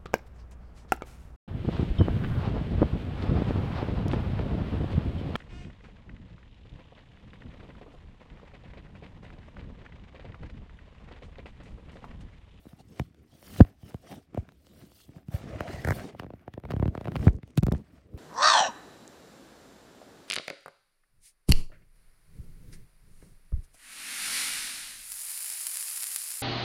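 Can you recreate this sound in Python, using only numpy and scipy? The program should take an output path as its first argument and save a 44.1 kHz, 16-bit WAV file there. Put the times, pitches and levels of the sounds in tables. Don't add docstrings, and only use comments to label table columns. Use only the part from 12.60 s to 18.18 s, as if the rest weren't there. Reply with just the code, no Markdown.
import sys
import numpy as np
from scipy import signal
from scipy.fft import rfft, irfft, next_fast_len
from scipy.io import wavfile
from scipy.ndimage import uniform_filter1d

SR = 44100
rng = np.random.default_rng(int(sys.argv[2]) if len(sys.argv) > 2 else 0)


def int16_out(signal):
    q = np.round(np.clip(np.atleast_2d(signal).T, -1, 1) * 32767)
    wavfile.write(sys.argv[1], SR, q.astype(np.int16))


N = 246078
TIME = np.arange(N) / SR

# f/Hz, relative level/dB
ROOM_TONE_EQ = [(20, -11), (70, 17.5), (150, -4.5), (300, 3.5), (700, -32), (2000, -19), (5000, -33),
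                (15000, -53)]
# f/Hz, t60/s
ROOM_DECAY = [(100, 0.083), (500, 0.12), (2000, 0.15), (10000, 0.16)]

# f/Hz, relative level/dB
RUMBLE_EQ = [(20, -23), (60, -2.5), (110, 2), (200, 0.5), (320, -6.5), (450, -10.5), (650, -22.5),
             (950, -33), (2500, -62)]
HOLLOW_EQ = [(150, -23.5), (300, -6), (520, -1.5), (680, 2), (950, -13.5), (1600, -45)]
RASP_EQ = [(300, -21.5), (750, -4.5), (1100, 5.5), (1600, 3.5), (2100, 3.5), (2800, -2.5), (4000, -13.5),
           (6000, -16), (12000, -40.5)]
HISS_EQ = [(1500, -28), (2900, 6.5), (3700, 4.5), (5000, 3.5), (7000, -1.5), (8800, -1), (10500, -10.5),
           (15000, -30)]
SHEEN_EQ = [(6000, -27), (9000, 2), (11500, 1.5), (14500, 4.5), (16000, 0.5)]
# fastest t/s, rise/s, fall/s, rumble/dB, rasp/dB, hiss/dB, sheen/dB
HAND_STROKES = [(0.09, 0.27, 0.18, -69, -70, -71.5, -71), (0.207, 0.03, 0.019, -46, -65, -59.5, -69),
                (0.32, 0.13, .08, -46, -73.5, -72, -77), (0.385, .08, 0.11, -54, -63.5, -64, -69),
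                (0.6, 0.21, 0.18, -63, -76.5, -79, -86), (0.76, 0.11, 0.087, -55, -74, -70.5, -76),
                (0.88, .1, 0.11, -51, -67.5, -65.5, -55), (0.986, 0.19, 0.047, -45, -54.5, -53, -53.5),
                (1.075, 0.069, 0.073, -55, -62, -70, -74), (1.299, .14, 0.11, -51, -64, -64.5, -66),
                (1.461, 0.11, 0.072, -56.5, -65, -67, -77), (1.518, 0.074, 0.1, -43.5, -57, -57, -62),
                (1.58, 0.059, 0.023, -41.5, -74.5, -71, -89.5), (1.779, 0.088, 0.15, -44, -63, -72.5, -85),
                (2.219, 0.3, 0.18, -52.5, -68.5, -65.5, -67), (2.4, 0.13, 0.12, -72, -71.5, -61.5, -61),
                (2.571, 0.089, 0.082, -45.5, -68, -71.5, -74.5), (3.82, 0.12, 0.051, -72.5, -67, -99, -90),
                (4.878, 0.045, 0.15, -49.5, -72, -73.5, -93), (5.16, 0.075, 0.11, -39, -62.5, -72.5, -82),
                (5.36, 0.42, 0.19, -54, -70, -76.5, -83), (5.57, 0.1, 0.19, -44.5, -72, -77.5, -75.5)]
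# t/s, rumble/dB, rasp/dB, hiss/dB, sheen/dB
LONG_SLIDE = [(2.66, -76.5, -88, -86, -88), (2.745, -47.5, -54, -58.5, -55),
              (2.83, -31.5, -57.5, -63.5, -78), (2.98, -41.5, -52.5, -66, -87),
              (3.12, -42.5, -49.5, -55.5, -65), (3.29, -39, -61.5, -60.5, -66),
              (3.355, -46.5, -51, -52.5, -53), (3.495, -43, -56, -62.5, -80),
              (3.56, -53.5, -74, -84, -84.5), (3.82, -58, -86, -92, -86), (4.03, -50.5, -87, -101, -86),
              (4.12, -43, -64, -81, -80), (4.28, -39, -75.5, -80, -82), (4.39, -51, -66, -79, -80),
              (4.54, -36, -69, -75, -76), (4.655, -29, -51, -55, -65), (4.72, -35, -71, -77, -83),
              (4.81, -57.5, -90, -91, -109)]
# start/s, end/s, f/Hz, width/Hz, level/dB
GAP_SCRAPES = [(1.484, 1.556, 795, 170, -51), (3.065, 3.257, 1944, 260, -50),
               (3.358, 3.437, 1570, 160, -56)]

# f/Hz, width/Hz, level/dB against the plain blow
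CASE_MODES = [(285, 22, -16), (540, 21, -19), (713, 45, -5.5)]
# t/s, level/dB
LIGHT_FLICKS = [(0.546, -36.5), (0.827, -25), (0.997, -16), (1.035, -32), (1.921, -32), (2.0685, -30),
                (2.3181, -31.5), (4, -32), (4.8772, -31.5), (4.9041, -38), (5.5772, -26.5)]
# f/Hz, level/dB
FLICK_EQ = [(20, -20), (120, 16.5), (550, 10.5), (1700, 1), (3800, -4), (7000, -13.5), (16000, -14.5)]
# t/s, level/dB
PORT_SLIPS = [(3.2488, 2), (3.274, 3), (3.287, 4.5), (3.3, -5), (3.307, 5), (3.321, -3.5), (3.3262, -7.5)]
# f/Hz, level/dB
SLIP_EQ = [(20, -34), (55, 15), (100, 26), (200, 7.5), (600, 6.5), (1000, 0), (1700, 5.5), (2250, -2.5),
           (2750, -25), (5000, -19.5), (15000, -26)]
# t/s, thump f/Hz, thump/dB
PALM_BUMPS = [(0.067, 214, 4), (0.131, 149, 6), (0.4117, 119, 23.5), (1.231, 107, 11), (1.7839, 70, 29),
              (2.491, 143, 7.5), (2.5628, 123, 9.5), (2.7409, 87.5, 30.5), (3.139, 84.5, 19),
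              (4.5945, 60, 29.5), (4.743, 59, 26.5), (4.786, 148, 4), (5.539, 74, 20.5)]
# t/s, thump/dB, knock/dB, edge/dB
GRIP_CATCHES = [(0.0542, -3, -12, -45), (1.049, 0, -9, -30), (1.8897, -20, -19, -28), (3.549, -6, 1, -44),
                (3.5976, 12, -0.5, -10.5), (3.6221, 1, -0.5, -41), (3.6333, 1, -2, -26),
                (3.644, 9, -4, -35), (3.6648, 6, -7.5, -35), (3.704, 2, 2, -40), (3.7365, 9.5, -3, -36),
                (3.879, 9, 3.5, -30), (3.9387, 9.5, -18, -21), (3.9774, 13, 9, -36.5), (4.0374, 7, -2, -37),
                (4.0529, -4, -1, -25), (4.089, -7, -5, -42), (4.1059, 12, 9, -17), (4.1109, 11, -2, -14),
                (4.119, 15, -3.5, -15), (4.137, 26.5, 7.5, -25.5), (4.1647, 27, -0.5, -25),
                (4.1976, 30.5, -2.5, -24.5), (4.2258, 33, 15, -23.5), (4.2323, -7, 2, -29.5),
                (4.2564, 28.5, 6, -24.5), (4.2792, 32, -1, -22.5), (4.3516, 12.5, 7, -20.5),
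                (4.3769, 17.5, 3, -22.5), (4.4113, 13.5, 2, -21.5), (4.4456, 13.5, -19, -20.5),
                (4.4555, 14, 3.5, -22), (4.4732, 8, 6.5, -24), (4.4817, 20, 5, -21), (4.5194, 13, 0, -22),
                (4.5563, 15, 9.5, -12.5), (4.5638, 25, -4.5, -9.5), (4.8317, 13, -14, -28)]
# t/s, thump f/Hz, thump/dB, knock/dB, click/dB, tick/dB
FINGER_KNOCKS = [(0.3969, 100, 25.5, 6, -2.5, -24), (1.004, 160, 43, 28, -9.5, -50),
                 (1.008, 97, 50.5, 12.5, 9.5, -25), (1.344, 111, 19, -1.5, -16.5, -38),
                 (1.7463, 175, 12, -3.5, -21, -38.5), (1.7751, 60, 24, 13, -15.5, -36),
                 (2.6842, 136, 17.5, -15.5, -25, -39), (3.0069, 83.3, 18.5, 13, -1, -26),
                 (4.6685, 106.6, 43.5, 17, -7, -42), (4.6799, 40.2, 43, 8, 4, -30.5),
                 (4.976, 153, 31.5, 7, 2.5, -12), (4.9828, 110, 34.5, -13, -8, -21.5),
                 (5.028, 148, 31.5, 1, -14, -38), (5.0335, 62.4, 36.5, 4.5, -8.5, -20.5),
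                 (5.0671, 132, 27, 2, -10, -24.5), (5.083, 107, 31, 10, -15, -40),
                 (5.118, 86.5, 33.5, 6, -8, -60), (5.1229, 81, 31.5, 6.5, -19, -22),
                 (5.135, 107, 25.5, 4, -27, -62), (5.149, 69, 25.5, -5, -13.5, -45)]
KNOCK_HZ, CLICK_HZ, CRACK_HZ, TICK_HZ, TOP_HZ = 552, 1670, 3500, 7100, 16100


def amp(db):
    return 10 ** (np.asarray(db) / 20)


def unit_rms(x):
    return x / np.sqrt(np.mean(x ** 2) + 1e-20)


def curve(points, hz):
    f, value = np.transpose(points)
    return np.interp(np.log(hz + 1), np.log(f + 1), value)


def coloured(x, eq):
    size = next_fast_len(N)
    gain = amp(curve(eq, np.fft.rfftfreq(size, 1 / SR)))
    return unit_rms(irfft(rfft(x, size) * gain, size)[:N])


def wander(rate_hz):
    lowpass = np.exp(-(np.fft.rfftfreq(N, 1 / SR) / rate_hz) ** 2)
    return unit_rms(irfft(rfft(rng.standard_normal(N)) * lowpass, N))


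def room_tone(db=-64):
    return amp(db) * coloured(rng.standard_normal(N), ROOM_TONE_EQ)


def room_reverb(x, wet_db=-35.5, size=256):
    hz, t, noise = signal.stft(rng.standard_normal(SR // 2), SR, nperseg=size)
    decay = np.exp(-np.log(1000) * t / curve(ROOM_DECAY, hz)[:, None])
    tail = signal.istft(noise * decay, SR, nperseg=size)[1]
    return amp(wet_db) * signal.fftconvolve(x, tail / np.linalg.norm(tail))[:N]


def loosening_ticks(start_s=4.71, end_s=5.2, ticks_per_s=38, db=-39):
    ticks = (rng.random(N) < ticks_per_s / SR) * (TIME > start_s) * (TIME < end_s)
    treble = signal.butter(2, [4200, 8500], "bandpass", fs=SR, output="sos")
    return signal.sosfilt(treble, amp(db) * ticks)


def scrapes():
    out = np.zeros(N)
    for start, end, hz, width, db in GAP_SCRAPES:
        peak = [(hz / 2, -50), (hz - width, -16), (hz, 0), (hz + width, -16), (hz * 2, -50)]
        swell = np.sin(np.pi * np.clip((TIME - start) / (end - start), 0, 1))
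        out += amp(db) * swell * coloured(rng.standard_normal(N), peak)
    return out


def rub_envelopes(drop_db=18, rounding=1.12):
    t = np.arange(0, N / SR, .002)
    times, *slide = np.transpose(LONG_SLIDE)
    power = amp([np.interp(t, times, db, left=-np.inf, right=-np.inf) for db in slide]) ** 2
    for fastest, rise, fall, *levels in HAND_STROKES:
        away = np.maximum((fastest - t) / rise, (t - fastest) / fall)
        power += amp(np.array(levels)[:, None] - drop_db * away ** rounding) ** 2
    return [np.interp(TIME, t, np.sqrt(layer)) for layer in power]


def friction(eq, rough_db, rough_hz, grain_mix, grains_per_s, patchy_db, size=1024):
    _, _, noise = signal.stft(rng.standard_normal(N), SR, nperseg=size)
    patches = uniform_filter1d(rng.standard_normal(noise.shape), size=7, axis=0)
    patches = unit_rms(uniform_filter1d(patches, size=6, axis=1))
    wash = signal.istft(noise * amp(patchy_db * patches), SR, nperseg=size)[1][:N]
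    wash *= amp(rough_db * wander(rough_hz))
    grains = rng.standard_normal(N) * (rng.random(N) < grains_per_s / SR)
    return coloured(unit_rms(wash) + grain_mix * unit_rms(grains), eq)


def rubbing(hollow_db=4):
    weight, skin, cloth, fibres = rub_envelopes()
    rumble = friction(RUMBLE_EQ, rough_db=3.5, rough_hz=25, grain_mix=.25, grains_per_s=100, patchy_db=5)
    hollow = friction(HOLLOW_EQ, rough_db=3, rough_hz=30, grain_mix=.39, grains_per_s=150, patchy_db=4.5)
    rasp = friction(RASP_EQ, rough_db=3, rough_hz=70, grain_mix=.53, grains_per_s=41, patchy_db=1.56)
    hiss = friction(HISS_EQ, rough_db=2, rough_hz=60, grain_mix=.3, grains_per_s=1200, patchy_db=3)
    sheen = friction(SHEEN_EQ, rough_db=3, rough_hz=60, grain_mix=.15, grains_per_s=1200, patchy_db=-2)
    return weight * rumble + skin * (amp(hollow_db) * hollow + rasp) + cloth * hiss + fibres * sheen


def case_ring(x):
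    return x + sum(amp(db) * signal.lfilter(*signal.iirpeak(hz, hz / width, fs=SR), x)
                   for hz, width, db in CASE_MODES)


def downward_sweep(x, lag_cycles=.9):
    size = next_fast_len(N + SR)
    hz = np.fft.rfftfreq(size, 1 / SR)
    lag = np.exp(-2j * np.pi * lag_cycles * np.log((hz + 20) / 105))
    bass_cut = signal.butter(2, 45, "highpass", fs=SR, output="sos")
    return signal.sosfilt(bass_cut, irfft(rfft(x, size) * lag, size)[:N])


def add(mix, s, sound):
    start = round(s * SR) - len(sound) // 2
    sound = sound[max(-start, 0):]
    part = mix[max(start, 0):][:len(sound)]
    part += sound[:len(part)]


def contact(eq, grit_hz, grit_s, uneven_db, halo, halo_s, size=8192, spot_points=24):
    t, hz = (np.arange(size) - size // 2) / SR, np.fft.rfftfreq(size, 1 / SR)
    envelope = np.exp(-abs(t) / grit_s) + halo * np.exp(-abs(t) / halo_s)
    scrunch = rng.standard_normal(size) * envelope
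    grit_share = hz ** 2 / (hz ** 2 + grit_hz ** 2)
    push = np.sqrt(1 - grit_share) * rfft(t == 0)
    grit = np.sqrt(grit_share) * rfft(scrunch / np.linalg.norm(scrunch))
    ripple = np.pad(rng.standard_normal(spot_points - 2), 1)
    spot = np.column_stack([np.geomspace(280, 6000, spot_points), ripple])
    return irfft((push + grit) * amp(curve(eq, hz) + uneven_db * curve(spot, hz)))


def flicks():
    out = np.zeros(N)
    for s, db in LIGHT_FLICKS:
        flick = contact(FLICK_EQ, grit_hz=2000, grit_s=.00072, uneven_db=.5, halo=.06, halo_s=.006)
        add(out, s, amp(db) * flick)
    return out


def slips():
    out = np.zeros(N)
    for s, db in PORT_SLIPS:
        slip = contact(SLIP_EQ, grit_hz=900, grit_s=.001, uneven_db=-1, halo=.12, halo_s=.0081)
        add(out, s, amp(db) * slip)
    return out


def blow(hz, thump, knock, click, tick, halo, halo_s, crack_db):
    low = [(5, thump - 60), (hz / 4, thump - 22), (hz / 1.7, thump - 5.5),
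           (hz, thump), (hz * 1.398, thump - 4)]
    crack = (click + tick) / 2 + crack_db
    high = [(KNOCK_HZ, knock), (CLICK_HZ, click), (CRACK_HZ, crack), (TICK_HZ, tick), (TOP_HZ, tick - 2)]
    return contact(low + high, grit_hz=2370, grit_s=.0011, uneven_db=2, halo=halo, halo_s=halo_s)


def bumps():
    out = np.zeros(N)
    for s, hz, thump in PALM_BUMPS:
        bump = blow(hz, thump, knock=-19.5, click=-32.5, tick=-55, halo=.17, halo_s=.008, crack_db=-2)
        add(out, s, bump)
    return out


def catches(hz_at_0_db=128, db_per_octave=54.5):
    out = np.zeros(N)
    for s, thump, knock, edge in GRIP_CATCHES:
        hz = hz_at_0_db * 2 ** (-thump / db_per_octave)
        click = edge + .26 * (knock - edge) + 5
        add(out, s, blow(hz, thump, knock, click, tick=edge - 18, halo=.09, halo_s=.018, crack_db=4))
    return out


def knocks():
    out = np.zeros(N)
    for s, hz, thump, knock, click, tick in FINGER_KNOCKS:
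        add(out, s, blow(hz, thump, knock, click, tick, halo=.05, halo_s=.005, crack_db=.8))
    return out


def scene():
    strikes = knocks() + bumps() + catches() + flicks()
    blows = downward_sweep(case_ring(strikes) + slips())
    background = room_tone() + room_reverb(blows)
    return (background + rubbing() + scrapes() + loosening_ticks() + blows)[None]


def record(dry):
    clipped = dry / (1 + dry ** 8) ** (1 / 8)
    lowpass = signal.firwin(401, TOP_HZ, window=("kaiser", 8), fs=SR)
    return signal.oaconvolve(clipped, lowpass[None], "same")


dry = scene()
out = record(dry)
int16_out(out)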